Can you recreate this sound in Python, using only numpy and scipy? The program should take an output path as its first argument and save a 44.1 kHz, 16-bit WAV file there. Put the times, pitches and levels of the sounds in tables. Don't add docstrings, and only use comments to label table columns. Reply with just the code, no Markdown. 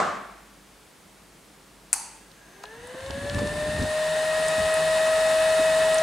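import sys
import numpy as np
from scipy import signal
from scipy.fft import rfft, irfft
from scipy.io import wavfile

SR = 44100
rng = np.random.default_rng(int(sys.argv[2]) if len(sys.argv) > 2 else 0)


def store_pcm(level_fs):
    pcm = np.round(np.clip(level_fs, -1, 1) * 32767).astype(np.int16)
    wavfile.write(sys.argv[1], SR, np.atleast_2d(pcm).T)


N = 265790
T = np.arange(N) / SR
HZ = np.fft.rfftfreq(N, 1 / SR)

RELAY_S = 1.9303
FAN_ON_S, FULL_HZ, SPIN_UP_S = 2.1, 637.6, 0.52
# time in seconds, nearness in dB.
NEARNESS = [(2.8, -9.5), (3.3, -6), (3.8, -5), (4.0, -3.5), (4.4, -2), (4.8, -1.24), (5.5, -0.5),
            (6.03, -1)]


def amp(db):
    return 10 ** (np.asarray(db) / 20)


def unit(x):
    return x / np.sqrt(np.mean(x ** 2) + 1e-20)


def read(points, hz):
    f, value = np.transpose(points)
    return np.interp(np.log(hz + 1), np.log(f + 1), value)


def curve(rows):
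    return np.interp(T, *np.transpose(rows))


def ramp(start, end):
    return np.clip((T - start) / (end - start), 0, 1)


def add(mix, s, sound):
    part = mix[:, max(round(s * SR), 0):][:, :sound.shape[1]]
    part += sound[:, :part.shape[1]]


def pan(x, left_db):
    return x * amp([[left_db / 2], [-left_db / 2]])


def peak(hz, centre, width):
    return 1 / (1 + ((hz - centre) / width * np.sqrt(2)) ** 2)


def noise(gain, spread=0.96, size=N):
    # frequency in Hz, correlation from -1 to 1.
    likeness = [(50, 1), (150, 0.98), (320, 0.72), (700, 0.66), (1500, 0.75), (3000, 0.77), (5000, 0.72),
                (9000, 0.97), (14000, 1)]
    hz = np.fft.rfftfreq(size, 1 / SR)
    mid, side = rfft(rng.standard_normal((2, size)))
    alike = np.clip(read(likeness, hz), 0, 1)
    side = side * spread * np.sqrt((1 - alike) / (1 + alike))
    return unit(irfft(np.array([mid + side, mid - side]) * gain, size))


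def drift(rate_hz):
    return unit(irfft(rfft(rng.standard_normal(N)) / (1 + (HZ / rate_hz) ** 4), N))


def room_tail(gain, spread):
    # frequency in Hz, time to die by 60 dB in seconds.
    ring_times = [(150, 0.77), (500, 0.73), (1200, 0.75), (2500, 0.96), (5000, 0.63), (8500, 0.6),
                  (14000, 0.3)]
    burst = noise(gain, spread)[:, :2 * SR]
    hz, t, bands = signal.stft(burst, SR, nperseg=512)
    decay = amp(-60 * t / read(ring_times, hz)[:, None])
    return signal.istft(bands * decay, SR, nperseg=512)[1]


def breaker(level_db=-21.0, early_db=0, early_s=0.0028):
    # frequency in Hz, relative density in dB per Hz.
    snap = [(35, -64), (60, -40), (102, -12.5), (129, -25), (190, -2), (269, -12.5), (339, -9.5),
            (564, -7.5), (605, -1), (960, -7.5), (1100, 2), (1390, -4.5), (2530, -21.5), (8040, -28.5),
            (15000, -59)]
    out = np.zeros((2, N))
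    add(out, 0, room_tail(amp(read(snap, HZ)), spread=0.95))
    reflections = 1 + amp(early_db) * np.exp(-T / early_s)
    return out * amp(level_db) * reflections * ramp(0, 0.0014)


def still_room(hiss_db=-53, waver=0.3, rate_hz=3):
    # frequency in Hz, relative density in dB per Hz.
    hiss = [(30, -10), (50, -4), (80, -9), (135, -4), (175, 0), (240, -5), (290, -3), (600, -7),
            (1500, -10.5), (3400, -15), (6000, -17.5), (9200, -17), (12000, -23), (15500, -28)]
    # frequency in Hz, rms level in dB before the wavering.
    hum_lines = [(49, -65.5), (199, -67)]
    hum = 0
    for hz, db in hum_lines:
        phase = 2 * np.pi * hz * T + waver * drift(rate_hz)
        swell = 1 + waver * drift(rate_hz)
        hum = hum + amp(db) * np.sqrt(2) * np.sin(phase) * swell
    return amp(hiss_db) * noise(amp(read(hiss, HZ))) + hum


def contact_force(t, rebound_db=-8, loss_db=2.0, close_s=0.00052, contact_s=0.0011, count=4):
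    first_gap_s, gap_keep = 0.0034, 0.86

    def blow(s):
        return np.exp(-abs(t - s) / np.where(t < s, close_s, contact_s))

    bounces = RELAY_S + np.cumsum(first_gap_s * gap_keep ** np.arange(count))
    rebounds = sum(amp(rebound_db - loss_db * k) * blow(s) for k, s in enumerate(bounces))
    return blow(RELAY_S) + rebounds


def relay(strike_db=-22.5, room_db=-29, build_s=0.0049, size=2048):
    # centre in Hz, width in Hz, relative level in dB.
    case_modes = [(900, 170, -4), (1400, 350, -7.5), (1950, 330, -8), (2550, 330, -7.5), (4600, 420, -9),
                  (5800, 300, -11), (6400, 350, -2), (7250, 450, -6), (8300, 500, 5), (9150, 450, 0),
                  (10200, 500, 4), (12200, 2000, -17), (14500, 1200, -27)]
    # frequency in Hz, gain in dB.
    room_colour = [(300, -8), (880, 8), (1400, -3.5), (2500, -4.5), (4600, 4), (6400, -0.5), (8300, -4),
                   (10500, -3), (14000, 1)]
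    start = RELAY_S - 0.0014
    t = start + np.arange(size) / SR
    modes = sum(amp(db) * peak(HZ, hz, width) for hz, width, db in case_modes)
    body = modes * HZ ** 2 / (HZ ** 2 + 450 ** 2) + 1e-4
    log_body = np.log(np.r_[body, body[-2:0:-1]])
    causal = np.exp(np.conj(signal.hilbert(log_body)))
    ring = irfft(causal[:len(HZ)], N)[:size]
    rattle = contact_force(t) * noise(1, size=size)
    clack = unit(signal.oaconvolve(rattle, ring[None], axes=1)[:, :size])
    out = np.zeros((2, N))
    answer = room_tail(body * amp(read(room_colour, HZ)), spread=1.15)
    add(out, start, amp(room_db) * answer)
    out *= ramp(start, start + build_s)
    add(out, start, pan(amp(strike_db) * clack, left_db=2.5))
    return out


def fan_motor(level_db=-58):
    # centre in Hz, width in Hz, relative level in dB.
    frame_modes = [(1630, 80, 0), (6300, 300, -13)]
    frame = sum(amp(db) * peak(HZ, hz, width) for hz, width, db in frame_modes)
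    return amp(level_db) * noise(frame) * ramp(FAN_ON_S, 2.52)


def speed():
    return 1 - np.exp(-np.maximum(T - FAN_ON_S, 0) / SPIN_UP_S)


def airflow(growth_db):
    return amp(growth_db * np.log10(speed() + 1e-4))


def rush_level(full_db=-28.5, growth_db=75.5):
    return amp(full_db + curve(NEARNESS)) * airflow(growth_db)


def fan_air(brighten_db=12, chop=0.079, swell_db=0.32):
    # frequency in Hz, relative density in dB per Hz.
    rush = [(30, 8.5), (100, -8.5), (350, -4), (600, 4), (1200, -0.5), (2300, -2.5), (3400, -5.5),
            (5800, -9), (7600, -3), (9300, -4), (11000, -11.5), (12200, -18.5), (15500, -25.5)]
    # centre in Hz, width in Hz, lift in dB.
    ducts = [(428, 21, 9), (685, 213, 5.5), (1010, 200, 6.5), (1383, 66, 6), (1784, 420, 12.5),
             (2653, 136, 7.5), (2960, 280, 7), (3630, 430, 7), (4280, 990, 7), (5400, 460, 4),
             (6150, 190, 4), (9440, 440, 4.5)]
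    lift_db = sum(db * peak(HZ, hz, width) ** 2 for hz, width, db in ducts)
    air = noise(amp(read(rush, HZ) + lift_db))
    low = irfft(rfft(air) / (1 + (HZ / 3500) ** 4), N)
    air = low + (air - low) * amp(brighten_db * np.log2(speed() + 1e-3))
    air *= 1 + chop * np.cos(2 * np.pi * np.cumsum(FULL_HZ * speed()) / SR)
    return pan(air * rush_level() * amp(swell_db * drift(13.5)), left_db=0.4)


def knock(centre, octaves, decay, size=8192):
    t, hz = np.arange(size) / SR, np.fft.rfftfreq(size, 1 / SR)
    burst = noise(np.exp(-(np.log2((hz + 1) / centre) / octaves) ** 2), size=size)
    return burst * np.exp(-t / decay) * (1 - np.exp(-t * centre * 2))


def knocks():
    # start in seconds, level in dB, centre in Hz, width in octaves.
    ticks = [(2.315, -47, 3700, .7), (2.636, -36, 2960, 1.44), (2.639, -28.5, 960, 0.82),
             (2.6545, -40.5, 3300, 0.58), (2.872, -42, 8950, 0.31), (4.483, -22, 8300, .3),
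             (4.741, -26, 9000, 0.26), (5.944, -22, 8720, 0.21), (5.984, -26.5, 6200, .25)]
    # start in seconds, level in dB.
    creaks = [(3.006, -40), (3.062, -34), (3.107, -28.5), (3.297, -28), (3.346, -29.5), (3.390, -30),
              (3.473, -30), (3.825, -27)]
    # start in seconds, level in dB, centre in Hz, width in octaves, decay in seconds.
    bumps = [(2.94, -33.5, 230, 1.9, 0.012), (3.10, -26.5, 280, 1.6, 0.01),
             (3.382, -24.5, 170, 3.05, 0.012), (3.815, -25, 130, 0.99, .018), (3.885, -37, 250, 1.6, .01),
             (4.578, -27.5, 115, 1.3, 0.022), (4.609, -32, 55, 0.83, 0.027),
             (5.592, -30.5, 280, .68, 0.019)]
    out = np.zeros((2, N))
    for s, db, centre, octaves in ticks:
        add(out, s, amp(db) * knock(centre, octaves, decay=0.0035))
    for s, db in creaks:
        add(out, s, amp(db) * knock(centre=3400, octaves=0.96, decay=0.0021))
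    for s, db, centre, octaves, decay in bumps:
        add(out, s, amp(db) * knock(centre, octaves, decay))
    return out


def standing_waves(hz, far_share=0.35, near_share=0.11):
    dip_hz, spacing_hz = 579.3, 17
    share = far_share + (near_share - far_share) * ramp(3.84, 4.1)
    return abs(1 - share * np.exp(2j * np.pi * (hz - dip_hz) / spacing_hz))


def fan_tones(flutter=0.026, rotor_flutter=0.58, lead=0.079):
    # multiple of the shaft rate, dB against the rush of air at full speed.
    rotor_lines = [(1, -27.5), (2, -28), (3, -26.5), (9, -19.5), (10, -23.5), (11, -25.5), (12, -21),
                   (29, -26.5), (42, -21), (56, -25.5)]
    # multiple of the blade rate, level in dB off the outlet's axis, dB gained on its axis,
    # growth in dB per tenfold speed, flutter as a share.
    overtones = [(2, -53.5, 11.5, 27, .33), (3, -49.5, 3, 106, 0.14), (4, -56.5, 12, 62, 0.39)]
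    blades = 7
    blade_db, blade_growth_db = -20.5, 96
    focus = 1.59
    housing_hz, housing_width_hz, housing_db = 1797, 305, 13
    hz = FULL_HZ * speed()
    angle = 2 * np.pi * np.cumsum(hz) / SR
    ports = np.array([[lead / 2], [-lead / 2]])

    def line(multiple, depth, offset):
        wobble = 1 + depth * (drift(22) + 1j * drift(8.1))
        return np.sqrt(2) * (wobble * np.exp(1j * (multiple * angle + offset))).real

    blade = amp(blade_db + focus * curve(NEARNESS)) * airflow(blade_growth_db)
    out = blade * standing_waves(hz) * line(1, flutter, ports / 2)
    in_beam = ramp(4.16, 4.34)
    for order, db, beam_db, growth_db, depth in overtones:
        housing = 1 / (1 + (2 * (order * hz - housing_hz) / housing_width_hz) ** 4)
        level = amp(db + housing_db * housing + beam_db * in_beam) * airflow(growth_db)
        out += level * line(order, depth, ports)
    rotor = sum(amp(db) * line(order / blades, rotor_flutter, ports) for order, db in rotor_lines)
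    out += rush_level() * speed() ** 2 * rotor
    return pan(out, left_db=2.0) * ramp(2.38, 2.63)


def handling(lump_db=3.0):
    # time of greatest force in seconds, level in dB, rise in seconds, fall in seconds.
    pushes = [(2.78, -53, 0.022, 0.092), (3.42, -33.5, .27, .29), (3.82, -32, 0.096, 0.07)]
    # frequency in Hz, relative density in dB per Hz.
    rumble = [(15, -38), (25, -7), (91, 2.5), (113, -2), (140, -2), (298, -6.5), (378, -15), (420, -12),
              (550, -14), (920, -120)]
    force = 0
    for s, db, rise, fall in pushes:
        force = force + amp(db) * np.exp(-((T - s) / np.where(T < s, rise, fall)) ** 2)
    return force * amp(lump_db * drift(34)) * noise(amp(read(rumble, HZ)), spread=1.0)


def judder(first_db=-37, last_db=-31, hz=85, length_s=0.012, count=10):
    first_slip_s, every_s = 3.034, 0.0478
    out, t = np.zeros((2, N)), np.arange(-2048, 2048) / SR
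    for k, db in enumerate(np.linspace(first_db, last_db, count)):
        tone = np.sin(2 * np.pi * hz * t + rng.standard_normal())
        thud = amp(db) * np.exp(-(t / length_s) ** 2) * tone
        add(out, first_slip_s + k * every_s + t[0], np.array([thud, thud]))
    return out


def drone(hz=161, width=14, level_db=-47, sink_db=-5):
    level = amp(level_db + sink_db * ramp(4.8, 4.98))
    return level * noise(peak(HZ, hz, width)) * ramp(3.3, 4.4)


def scene():
    fan = fan_motor() + fan_air() + fan_tones()
    camera = knocks() + handling() + judder()
    return breaker() + still_room() + relay() + fan + camera + drone()


def record(dry, low_cut_hz=38, edge_hz=15800):
    low_cut = signal.butter(4, low_cut_hz, "high", fs=SR, output="sos")
    wet = signal.sosfilt(low_cut, dry)
    band_limit = signal.firwin(511, edge_hz, window=("kaiser", 9), fs=SR)
    return signal.oaconvolve(wet, band_limit[None], "same", axes=1)


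dry = scene()
out = record(dry)
store_pcm(out)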